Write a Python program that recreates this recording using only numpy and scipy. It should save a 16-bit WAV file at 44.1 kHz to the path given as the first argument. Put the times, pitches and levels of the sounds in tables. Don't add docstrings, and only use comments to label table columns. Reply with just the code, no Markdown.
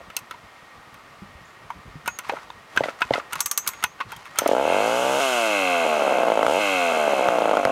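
import sys
import numpy as np
from scipy import signal
from scipy.fft import rfft, irfft, next_fast_len
from scipy.io import wavfile
from scipy.ndimage import uniform_filter1d

SR = 44100
rng = np.random.default_rng(int(sys.argv[2]) if len(sys.argv) > 2 else 0)


def makeup_ratio(level_db):
    decades = np.asarray(level_db, float) / 20
    return 10 ** decades


def store_pcm(level_fs):
    pcm = np.round(np.clip(level_fs, -1, 1) * 32767).astype(np.int16)
    wavfile.write(sys.argv[1], SR, np.atleast_2d(pcm).T)


N = 340011
TIME_S = np.arange(N) / SR

# freq_hz, density_db
HUM_SPECTRUM = [(88, -47), (150, -37.5), (172, -11), (821, -2.5), (1080, -3.5), (1170, 0), (1830, -11),
                (2020, -17), (2180, -10), (2310, -8.5), (16000, -34.5)]
# freq_hz, width_hz, level_db
HUM_PEAKS = [
    (1170, 160, -9.5),
    (1873, 41, -3.5),
    (2120, 77, -10.5),
]
HUM_DB = -49.5
# time_s, level_db
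WIND = [(0, -57), (1.14, -57.5), (1.22, -47.5), (1.55, -57.5), (1.75, -50.5), (2.0, -49), (2.15, -56),
        (3.35, -56), (3.5, -66), (3.8, -58), (4.4, -55), (4.5, -73)]
# time_s, peak_db, pitch_hz
LOW_THUMPS = [(1.22, -32.5, 200), (1.351, -38.5, 76.6), (1.758, -45, 130), (1.853, -42, 120),
              (1.955, -31, 153), (2.806, -33.5, 136), (3.108, -27.5, 130), (3.361, -42, 161),
              (3.84, -41, 80), (4.389, -40, 100), (7.653, -30, 140)]
# start_s, length_s, from_hz, to_hz, level_db
CHIRPS = [
    (1.448, .016, 5700, 7500, -57),
    (.562, .04, 8000, 6000, -68),
]

# start_s, end_s, first_db, last_db
RUBS = [(2.23, 2.448, -43.5, -50.5), (2.84, 2.915, -37, -45), (3.135, 3.215, -40, -52),
        (2.7, 2.95, -52, -53), (2.98, 3.197, -48, -37), (3.306, 3.42, -46, -38), (3.622, 3.838, -48, -45),
        (4.084, 4.383, -45, -51), (4.393, 4.534, -39, -35.5)]
# freq_hz, density_db
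RUB_SPECTRUM = [(500, -8), (1100, 9), (3000, -3.5), (6500, -10.5), (12000, -22), (16000, -42)]
# hardest_s, whirr_db
PULLS = [
    (2.35, -47.5),
    (2.8, -38),
    (3.18, -45),
    (4.42, -36.5),
]
PULL_RISE_S, PULL_FALL_DB_PER_S = 0.098, 68
# freq_hz, density_db
WHIRR_SPECTRUM = [(150, -35), (200, -9), (800, 0), (1200, 0), (2300, -9), (16000, -35)]
# start_s, end_s, level_db, fall_db_per_s
SPRING = [(2.07, 2.174, -43, 25), (3.401, 3.573, -40.5, 24), (3.575, 3.83, -41, 50), (3.84, 3.94, -56, 28)]
SPRING_HZ = 6627

# time_s, peak_db, knock_hz, rattle_t60_s, treble_db
THUDS = [(0.339, -26.5, 940, .05, -5), (1.703, -9.5, 945, 0.035, -17), (2.246, -24, 1070, .05, -6),
         (2.295, -7, 797, 0.046, 1.8), (2.321, -12.5, 520, 0.068, -15), (2.365, -22, 1300, .04, -10),
         (2.37, -20, 880, .05, -10), (2.386, -25, 1410, .03, -8), (2.502, -18.5, 930, 0.013, 2),
         (2.503, -16, 3700, 0.0088, -6), (2.764, -17.5, 597, 0.037, -12), (2.774, 6, 1560, 0.023, -6),
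         (2.836, -12, 2000, 0.04, -3), (2.837, -13, 640, 0.067, -1), (2.884, -14, 1350, .065, -10),
         (3.008, -20, 700, .04, -10), (3.018, 3.5, 1450, 0.03, -3), (3.136, -5.5, 2050, 0.031, 1.5),
         (3.137, -10, 723, .06, -5), (3.156, -13, 1300, 0.07, -8), (3.198, -17, 1200, .036, -6),
         (3.84, -9.5, 865, 0.043, -10), (3.991, -26, 1500, .02, -10), (4.002, -12, 1053, 0.04, -4),
         (4.004, -12, 1490, .04, -5.5), (4.009, -9, 1100, .05, -6), (4.012, -26, 2550, .12, -20),
         (4.13, -30, 3200, .1, -8), (4.162, -29, 3200, .05, -8), (4.372, -26, 3150, .1, -15),
         (4.42, -30, 3150, .08, -15), (4.455, -19, 1300, 0.04, -1), (4.461, -7, 1190, 0.022, -6)]
THUD_CRACK_DB = -33
# time_s, peak_db, knock_hz, crack_re_peak_db
SNAPS = [(0.101, -27, 1310, -16), (0.166, -13, 2620, 2), (0.19, -35, 1150, 1), (0.31, -17.5, 1320, -16),
         (0.942, -33.5, 1110, -10), (2.077, -6.5, 940, -10), (2.188, -15.5, 1340, -5),
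         (3.331, -14, 1430, -3), (3.355, -14, 1074, -11), (3.689, -20, 1055, 0), (3.734, -26.5, 1430, -11),
         (3.839, -2.5, 1450, -7), (4.119, -24, 1400, -8), (4.124, -22, 900, -20), (4.164, -35, 931, 1.5),
         (4.254, -28, 1400, -14), (4.263, -28, 1090, -20), (4.358, -23, 1280, -17),
         (4.387, -1.5, 1350, -0.5), (4.476, -20, 1210, 2.5)]
SNAP_T60_S, SNAP_T60_S_PER_DB, SNAP_RING_DB, SNAP_RING_PER_DB = .035, -.001, -46, 0.1
# time_s, peak_db
RATCHET = [(3.405, -18), (3.459, -19.5), (3.513, -19), (3.576, -17), (3.675, -18)]
TOOTH_HZ, TOOTH_T60_S, TOOTH_CRACK_DB, TOOTH_RING_DB = 1166, 0.069, 9.5, -36.5
# time_s, peak_db
SLACK = [(2.059, -22.5), (2.288, -27), (4.377, -24), (2.762, -19), (3.006, -23), (3.324, -20.5),
         (3.395, -31), (3.664, -21), (3.826, -20)]
SLACK_HZ, SLACK_T60_S, SLACK_CRACK_DB = 1300, 0.097, -13.5
# freq_hz, level_db, t60_s
SHELL_MODES = [(963, -24, 0.12), (1007, 2.5, 0.051), (1430, 2, 0.037), (1500, -28, 0.11), (2090, 1, 0.022),
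               (2548, -5.5, 0.07), (3330, -38, 0.09), (3900, -47, .03)]
# freq_hz, level_db, t60_s
PAWL_MODES = [(5593, -9, 0.12), (6185, 0, 0.14), (8716, -10, 0.07), (6912, -14, 0.093), (7682, -8, 0.15),
              (9211, -14, 0.16), (10190, -13, 0.08), (11540, -15, 0.094), (12600, -10, 0.055),
              (13550, -14, 0.081), (13890, -8, 0.12), (14120, -5, 0.061), (14320, -12, 0.078)]
# freq_hz, width_hz, level_db
CRACK_PEAKS = [(6260, 290, -3.5), (7500, 540, -3), (8680, 145, -3.5), (10300, 140, -3), (11300, 690, -13.5),
               (12670, 250, -5.5), (14200, 270, -15)]

# time_s, turns_per_s
CRANK_SPEED = [(4.54, 61), (4.62, 69), (4.66, 79.19), (4.8, 105.03), (4.95, 120.81), (5.2, 139.97),
               (5.4, 115.89), (5.65, 91.97), (5.9, 78.61), (6.1, 67.47), (6.3, 56.88), (6.45, 53.29),
               (6.595, 105.24), (6.8, 88.65), (7.1, 71.29), (7.4, 57.28), (7.75, 44.21)]
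FIRST_TURN_S, CRUISE_HZ = 4.5518, 100
# start_s, end_s, fires_every_turns, first_bang_db, last_bang_db
THROTTLE = [
    (4.54, 4.645, 1, -8, -11),
    (4.65, 5.04, 2, -6.5, -13),
    (5.048, 5.199, 2, -10.5, -12),
    (6.46, 6.599, 1, -7, -10.5),
]

# freq_hz, density_db
AIR_SPECTRUM = [(1710, -15), (2900, 6), (3520, -4), (3860, -6.5), (4610, -11), (6640, -7), (7770, -9.5),
                (9980, -13), (15400, -26), (16300, -60)]
# freq_hz, width_hz, level_db
CASING_PEAKS = [(5130, 110, 7), (5900, 19, 17), (6650, 540, 8.5), (8700, 130, 7), (10300, 120, 4),
                (11500, 300, 2.5), (12600, 150, -2), (14050, 230, -4), (15580, 60, -3)]
HISS_DB, HISS_DB_PER_OCTAVE, HISS_OPEN_DB = -33.5, 9.5, -3
GULP_S, GULP_WIDTH_S, GULP_DB = 6.5, 0.04, 6
THROB_DB, THROB_OPEN_DB = -60.5, -48

# freq_hz, width_hz, level_db
INTAKE_PEAKS = [(2150, 200, 0), (2640, 160, 1.5), (3220, 150, -9), (4100, 250, -15)]
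INTAKE_DB, INTAKE_DB_PER_OCTAVE, INTAKE_OPEN_DB = -34, 3.5, -3.5
TUNED_HZ, TUNED_OCTAVES, TUNED_SHUT_DB, TUNED_OPEN_DB = 94, 0.22, 9, 8.5
SECOND_HZ, SECOND_OCTAVES, SECOND_DB = 66, .08, 3.5

# time_s, peak_db
BACKFIRES = [(5.2048, -22), (6.4287, -17.5), (6.4655, -12.5), (7.2865, -14), (7.571, -15.5), (7.652, -8.5)]
# time_s, peak_db
CLOSED_BANGS = [(5.853, -10), (5.866, -8), (5.981, -12), (6.357, -12), (6.923, -11), (6.974, -10),
                (7.554, -11), (6.023, -8), (6.08, -7), (6.125, -7), (6.187, -7), (6.235, -7), (6.285, -7),
                (6.303, -6), (6.321, -5), (6.376, -5), (6.394, -6), (6.432, -6), (7.08, -6), (7.136, -7),
                (7.195, -8), (7.211, -8), (7.288, -5), (7.387, -6), (7.422, -6), (7.458, -6), (7.495, -8),
                (7.514, -6), (7.572, -5), (7.654, -5)]
# time_s, peak_db
COUGHS = [(2.336, -6), (2.807, 4.5), (2.858, -6.5), (2.885, -5.5), (3.108, 7.5), (3.154, -5), (3.18, -3),
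          (4.419, -1), (4.438, -8), (4.4605, 6.5), (4.4635, 4), (4.491, 6), (4.514, 8), (4.533, 6.5)]
# freq_hz, level_db, t60_s
BANG_MODES = [(308, -20.5, 0.025), (552.6, -7, 0.022), (664, -10, 0.026), (860, -7.5, 0.016),
              (1328, -14.5, 0.021), (1560, -19.5, 0.035)]
# freq_hz, level_db, t60_s
BLAST_MODES = [(1480, -14.5, 0.011), (2060, -15.5, 0.0075), (3060, -15, .008)]
BLAST_EARLY_S = 0.001097
# freq_hz, level_db, t60_s
PUFF_MODES = [(317, -15, 0.027), (600, -13.5, 0.022), (704, -7, 0.024), (907, -7.5, 0.01),
              (1210, -7, 0.017), (1490, 0.5, 0.012)]
# freq_hz, level_db, t60_s
SUCK_MODES = [(315, -9, 0.024), (566, -2.1, 0.014), (682, -4.5, 0.031), (815, -21, 0.022),
              (1075, -10.5, 0.065)]
# freq_hz, width_hz, level_db
EDDY_PEAKS = [(1100, 270, 1.5), (1450, 290, 4.5), (2160, 260, -5)]
PORT_OPEN_TURNS = .352
UNFIRED_LATE_S = .00066
PUFF_DB, PUFF_DB_PER_OCTAVE, PUFF_OPEN_DB = -13, -1.2, 0.3
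EDGE_DB_PER_OCTAVE, LOW_DB_PER_OCTAVE = 3.5, 8.0
SHUT_SHARE, SHUT_OPEN_SHARE, SHUT_FIRED_SHARE, HALF_FIRED_SUCK = 0.42, 0.17, 0.44, 0.58
SHUT_DB_PER_OCTAVE, SHUT_EARLY_S = -11.0, 0.00069
SPUTTER_BELOW_HZ, SPUTTER_SHARE, SPUTTER_DB, BANG_SPREAD_DB = 60, .04, -14.0, .7
WEAK_DB, WEAK_FROM_S, WEAK_OVER_S, WEAK_LATE_S = -20, 0.011, 0.0027, 0.00093
LEDGE_DIP_HZ = 1780


def rms_one(x):
    return x / np.sqrt(np.mean(x ** 2) + 1e-20)


def in_time(rows):
    s, *columns = np.transpose(rows)
    return [np.interp(TIME_S, s, c) for c in columns]


def bump(x, centre, width):
    return np.exp(-.5 * ((x - centre) / width) ** 2)


def clicks(s, size):
    out = np.full(N, 1e-18)
    at = np.clip(np.round(np.asarray(s) * SR).astype(int), 0, N - 1)
    np.add.at(out, at, size)
    return out


def decaying(x, t60_s):
    return signal.lfilter([1], [1, -makeup_ratio(-60 / (t60_s * SR))], x)


def cut(x, hz, kind, order=2):
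    return signal.sosfilt(signal.butter(order, hz, kind, fs=SR, output="sos"), x)


def ring(x, modes):
    out = 0
    for hz, db, t60_s in modes:
        r = makeup_ratio(-60 / (t60_s * SR))
        w = 2 * np.pi * hz / SR
        out = out + signal.lfilter([0, makeup_ratio(db) * np.sin(w)], [1, -2 * r * np.cos(w), r * r], x)
    return out


def resonate(x, peaks):
    out = 0
    for k, (hz, width_hz, db) in enumerate(peaks):
        r = np.exp(-np.pi * width_hz / SR)
        top = (-1) ** k * makeup_ratio(db) * (1 - r * r) / 2
        out = out + signal.lfilter([top, 0, -top], [1, -2 * r * np.cos(2 * np.pi * hz / SR), r * r], x)
    return out


def coloured(spectrum):
    hz, db = np.transpose(spectrum)
    size = next_fast_len(N)
    log_hz = np.log(np.arange(size // 2 + 1) * SR / size + 1)
    shape = makeup_ratio(np.interp(log_hz, np.log(hz), db))
    return rms_one(irfft(rfft(rng.standard_normal(size)) * shape, size)[:N])


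def yard():
    wind_db, = in_time(WIND)
    hum = coloured(HUM_SPECTRUM) + makeup_ratio(22) * resonate(rng.standard_normal(N), HUM_PEAKS)
    lumps = makeup_ratio(5.1 * rms_one(cut(rng.standard_normal(N), 14, "low")))
    wind = rms_one(lumps * cut(rng.standard_normal(N), [45, 200], "band"))
    thumps = 0
    for s, db, hz in LOW_THUMPS:
        thumps = thumps + ring(cut(clicks([s], makeup_ratio(db)), 380, "low"), [(hz, 0, .12), (1.7 * hz, -5, .05)])
    return makeup_ratio(HUM_DB) * hum + makeup_ratio(wind_db) * wind + thumps


def bird():
    out = np.zeros(N)
    for s, length_s, from_hz, to_hz, db in CHIRPS:
        u = np.arange(round(length_s * SR)) / (length_s * SR)
        hz = to_hz + (from_hz - to_hz) * (1 - u) ** 2
        tone = makeup_ratio(db) * np.sin(np.pi * u) * np.sin(2 * np.pi * np.cumsum(hz) / SR)
        tail = makeup_ratio(-29 - 150 * np.arange(4000) / SR) * rng.standard_normal(4000)
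        at = round(s * SR)
        out[at:at + len(u)] += tone
        out[at + 200:at + 4199 + len(u)] += np.convolve(tone, tail)
    return out


def rubbing():
    level = 0
    for start, end, first_db, last_db in RUBS:
        inside = (TIME_S > start) & (TIME_S < end)
        level = level + makeup_ratio(np.interp(TIME_S, [start, end], [first_db, last_db])) * inside
    grain = makeup_ratio(3.0 * rms_one(cut(rng.standard_normal(N), 120, "low")))
    return uniform_filter1d(level, size=900) * rms_one(grain * coloured(RUB_SPECTRUM))


def flywheel():
    level = 0
    for s, db in PULLS:
        fall_db = PULL_FALL_DB_PER_S * np.maximum(TIME_S - s, 0)
        level = level + makeup_ratio(db - fall_db) * np.clip(1 + (TIME_S - s) / PULL_RISE_S, 0, 1)
    return level * coloured(WHIRR_SPECTRUM)


def spring():
    level = 0
    for start, end, db, fall in SPRING:
        level = level + makeup_ratio(db - fall * (TIME_S - start)) * (TIME_S > start) * (TIME_S < end)
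    return uniform_filter1d(level, size=90) * np.sin(2 * np.pi * SPRING_HZ * TIME_S)


def contacts():
    rows = [(s, db, hz, THUD_CRACK_DB, t60_s, TOOTH_RING_DB, treble_db)
            for s, db, hz, t60_s, treble_db in THUDS]
    for s, db, hz, crack_db in SNAPS:
        t60_s = SNAP_T60_S + SNAP_T60_S_PER_DB * db
        rows.append((s, db, hz, crack_db, t60_s, SNAP_RING_DB + SNAP_RING_PER_DB * db, 0))
    rows += [(s, db, TOOTH_HZ, TOOTH_CRACK_DB, TOOTH_T60_S, TOOTH_RING_DB, 0) for s, db in RATCHET]
    rows += [(s, db, SLACK_HZ, SLACK_CRACK_DB, SLACK_T60_S, TOOTH_RING_DB, 0) for s, db in SLACK]
    return rows


def knocks():
    out, t = np.zeros(N), np.arange(8800) / SR
    click = t == 0
    for s, db, hz, crack_db, t60_s, ring_db, treble_db in contacts():
        noise = rng.standard_normal((2, len(t)))
        t60_s = np.clip(t60_s, .005, .3)
        rattle = makeup_ratio(db - 60 * t / t60_s) * noise[0] * np.minimum(t / 0.0011, 1)
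        snap_level = makeup_ratio(-60 * t / (0.29 * t60_s)) + 0.21 * makeup_ratio(-60 * t / t60_s)
        snap = makeup_ratio(db + crack_db) * noise[1] * snap_level
        body = makeup_ratio(2.0) * resonate(rattle, [(hz, 250, 0), (1.85 * hz, 1500, -5)])
        body = body + makeup_ratio(-41) * ring(rattle, SHELL_MODES)
        body = body + ring(makeup_ratio(db - 10.0) * cut(click, 3.0 * hz, "low"), [(hz, 0, 1.05 * t60_s)])
        dull = resonate(body, [(hz, 0.64 * hz, 0)])
        body = dull + makeup_ratio(treble_db) * (body - dull)
        crack = makeup_ratio(5.0) * (resonate(snap, CRACK_PEAKS) + 0.3 * cut(snap, [2500, 14000], "band"))
        uneven = [(f, level + 4.0 * luck, min(decay, .2))
                  for (f, level, decay), luck in zip(PAWL_MODES, noise[0, -20:])]
        steel = ring(makeup_ratio(db + crack_db + ring_db + 17) * click, uneven)
        at = round(s * SR)
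        out[at:at + len(t)] += cut(body, [200, 4200], "band") + crack + steel
    return out


def crank():
    speed, = in_time(CRANK_SPEED)
    angle = np.cumsum(speed) / SR
    angle -= np.interp(FIRST_TURN_S, TIME_S, angle)
    times = np.interp(np.arange(int(angle[-1]) + 1), angle, TIME_S)
    first_rev = TIME_S < THROTTLE[2][1]
    second_rev = (TIME_S > THROTTLE[3][0]) & (TIME_S < THROTTLE[3][1])
    opened = uniform_filter1d(1. * (first_rev | second_rev), size=1500)
    return times, angle, np.log2(speed / CRUISE_HZ), opened


def fan(angle, octaves, opened):
    hiss_db = HISS_DB + HISS_DB_PER_OCTAVE * octaves + HISS_OPEN_DB * opened
    hiss_db = hiss_db + GULP_DB * bump(TIME_S, GULP_S, GULP_WIDTH_S)
    air = coloured(AIR_SPECTRUM)
    rattle = rms_one(resonate(rng.standard_normal(N), CASING_PEAKS))
    touches = np.interp(angle % 1, np.linspace(0, 1, num=160), rng.standard_normal(160))
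    rattle = rattle + makeup_ratio(-1.5) * rms_one(cut(touches, [3000, 4600], "band"))
    pulse = 1 + 0.3 * np.cos(2 * np.pi * (angle - .1))
    fade_in = np.clip((TIME_S - 4.44) / 0.079, 0, 1)
    return makeup_ratio(hiss_db) * pulse * fade_in * (air + makeup_ratio(-10.0) * rattle)


def throb(times, angle, opened):
    running = np.clip((TIME_S - times[0]) / .05, 0, 1)
    return makeup_ratio(THROB_DB + (THROB_OPEN_DB - THROB_DB) * opened) * running * np.sin(2 * np.pi * angle)


def intake(times, angle, octaves, opened):
    tuned_db = TUNED_SHUT_DB + (TUNED_OPEN_DB - TUNED_SHUT_DB) * opened
    ring_db = INTAKE_DB + INTAKE_OPEN_DB * opened + INTAKE_DB_PER_OCTAVE * octaves
    ring_db = ring_db + tuned_db * bump(octaves, np.log2(TUNED_HZ / CRUISE_HZ), TUNED_OCTAVES)
    second = bump(octaves, np.log2(SECOND_HZ / CRUISE_HZ), SECOND_OCTAVES)
    ring_db = ring_db + SECOND_DB * (1 - opened) * second
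    depth = np.clip(.09 * (np.gradient(angle) * SR - 60) / 5, .15, .8)
    gust = np.exp(depth * (np.cos(2 * np.pi * (angle - .68)) - 1)) * rng.standard_normal(N)
    period = np.gradient(times)
    gulp_s = times + .5 * period
    size = 32.0 / (period[:, None] * CRUISE_HZ) ** 2 * makeup_ratio(1.2 * rng.standard_normal((len(times), 2)))
    snap = sum(clicks(gulp_s + .0019 * k, size[:, k] * .7 ** k) for k in range(2))
    box = resonate(resonate(snap + gust, INTAKE_PEAKS), [(2160, 4800, 0)])
    running = np.clip((TIME_S - times[0] + 0.035) / 0.1, 0, 1)
    level = np.sqrt(uniform_filter1d(box ** 2, size=6001) + 1e-12)
    return makeup_ratio(ring_db) * box / level * running


def backfires():
    s, db = np.transpose(BACKFIRES)
    hit = clicks(s, makeup_ratio(db + 12))
    burst = 3.9 * hit + 0.43 * decaying(hit, 0.0063) * rng.standard_normal(N)
    return resonate(burst, [(1350, 300, 12), (2100, 450, 5.5), (4200, 2000, -19.5)])


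def firings(times):
    luck = rng.random(len(times))
    spread = makeup_ratio(BANG_SPREAD_DB * rng.standard_normal(len(times)))
    sputter = (1 / np.gradient(times) < SPUTTER_BELOW_HZ) & (luck < SPUTTER_SHARE)
    when = times - .0003 + .00004 * rng.standard_normal(len(times))
    height = makeup_ratio(SPUTTER_DB) * sputter
    for start, end, every, first_db, last_db in THROTTLE:
        inside = np.flatnonzero((times > start) & (times < end))
        height[inside] = 0
        fired = inside[::round(every)]
        height[fired] = makeup_ratio(np.linspace(first_db, last_db, len(fired)))
    height *= spread
    for s, db in CLOSED_BANGS:
        turn = np.argmin(abs(times - s))
        when[turn], height[turn] = s - .0006, makeup_ratio(db)
    return when, height


def exhaust(times, octaves, opened):
    chance = rng.standard_normal((len(times), 4))
    period, at = np.gradient(times), (times * SR).astype(int)
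    turn_octaves = -np.log2(period * CRUISE_HZ)
    load, is_open = opened[at], opened[at] > .5
    when, bang = firings(times)
    unsteady = np.clip((period - .0105) / .008, .25, 1)

    puff_db = (PUFF_DB + PUFF_DB_PER_OCTAVE * octaves + PUFF_OPEN_DB * opened)[at]
    puff = makeup_ratio(puff_db + 1.5 * unsteady * chance[:, 0]) * np.where(is_open, 1, -1)
    spent = np.where(bang > 0, .15, 1)
    opens = times - .0014 + UNFIRED_LATE_S * load + .0001 * unsteady * chance[:, 1]
    puffs = clicks(opens, puff * spent)
    edges = clicks(opens, puff * spent * makeup_ratio(EDGE_DB_PER_OCTAVE * turn_octaves))
    lows = clicks(opens, puff * spent * makeup_ratio(-LOW_DB_PER_OCTAVE * turn_octaves - 3))

    shuts = opens + PORT_OPEN_TURNS * period - SHUT_EARLY_S + .0001 * unsteady * chance[:, 2]
    coasting = np.minimum(SHUT_SHARE * makeup_ratio(SHUT_DB_PER_OCTAVE * turn_octaves), 0.95)
    share = np.where(is_open, SHUT_OPEN_SHARE, coasting)
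    left = np.where(is_open, spent, np.where(bang > 0, HALF_FIRED_SUCK, 1))
    sucks = clicks(shuts, share * abs(puff) * left * makeup_ratio(1.5 * unsteady * chance[:, 3]))

    bang_s = when - .002
    bangs = clicks(bang_s, bang)
    bangs = bangs - clicks(bang_s + PORT_OPEN_TURNS * period, SHUT_FIRED_SHARE * unsteady * bang * load)
    weak = makeup_ratio(WEAK_DB + 3.5 * rng.standard_normal(len(times)))
    weak = weak * np.clip((period - WEAK_FROM_S) / WEAK_OVER_S, 0, 1)
    bangs = bangs + clicks(bang_s + WEAK_LATE_S, weak * (bang == 0) * (load < .5))
    cough_s, cough_db = np.transpose(COUGHS)
    coughs = clicks(cough_s - .0007, makeup_ratio(cough_db - 10.0)) + clicks(cough_s + 0.00626, 0.05 * makeup_ratio(cough_db))

    fired = ring(cut(bangs, 1840, "low") + cut(coughs, 730, "low"), BANG_MODES)
    late = ring(cut(sucks, 1270, "low"), SUCK_MODES) - fired * makeup_ratio(3.0)
    late = 2 * resonate(late, [(650, 1000, 0)]) - late
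    gas = late + ring(cut(puffs, 1540, "low"), PUFF_MODES[1:4])
    gas = gas + ring(lows, PUFF_MODES[:1]) + ring(cut(edges, 1500, "low"), PUFF_MODES[4:])
    gas = .4 * gas + resonate(gas, [(650, 480, -1.5)])

    flow = decaying(.5 * abs(bangs) + .1 * coughs + abs(puffs) + sucks, .04)
    eddies = makeup_ratio(-6) * resonate(flow * rng.standard_normal(N), EDDY_PEAKS)
    shake = makeup_ratio(-0.5) * cut(bangs + 0.98 * coughs + 0.08 * puffs, [70, 210], "band")
    front = clicks(when - BLAST_EARLY_S, bang * unsteady) + clicks(cough_s - .0008, makeup_ratio(cough_db - 17.5))
    return cut(gas, 200, "high", order=4) + eddies + shake + ring(front, BLAST_MODES)


def scene():
    times, angle, octaves, opened = crank()
    engine = exhaust(times, octaves, opened) + backfires()
    engine = engine + intake(times, angle, octaves, opened) + fan(angle, octaves, opened)
    engine = engine - resonate(engine, [(LEDGE_DIP_HZ, 320, -3.5)]) + throb(times, angle, opened)
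    saw = engine + knocks() + rubbing() + flywheel() + spring() + bird()
    echo = makeup_ratio(-23.5) * cut(np.roll(saw, round(.021 * SR)), 5700, "low")
    return (saw + echo + yard())[None]


def low_pass(x):
    return signal.sosfilt(signal.butter(12, 16800, fs=SR, output="sos"), x)


def record(dry):
    heard = cut(cut(dry, 15900, "low", order=8), 30, "high")
    limited = heard / (1 + (heard / .54) ** 4) ** .25
    limited = heard + cut(limited - heard, 120, "high")
    return low_pass(limited)


dry = scene()
out = record(dry)
store_pcm(out)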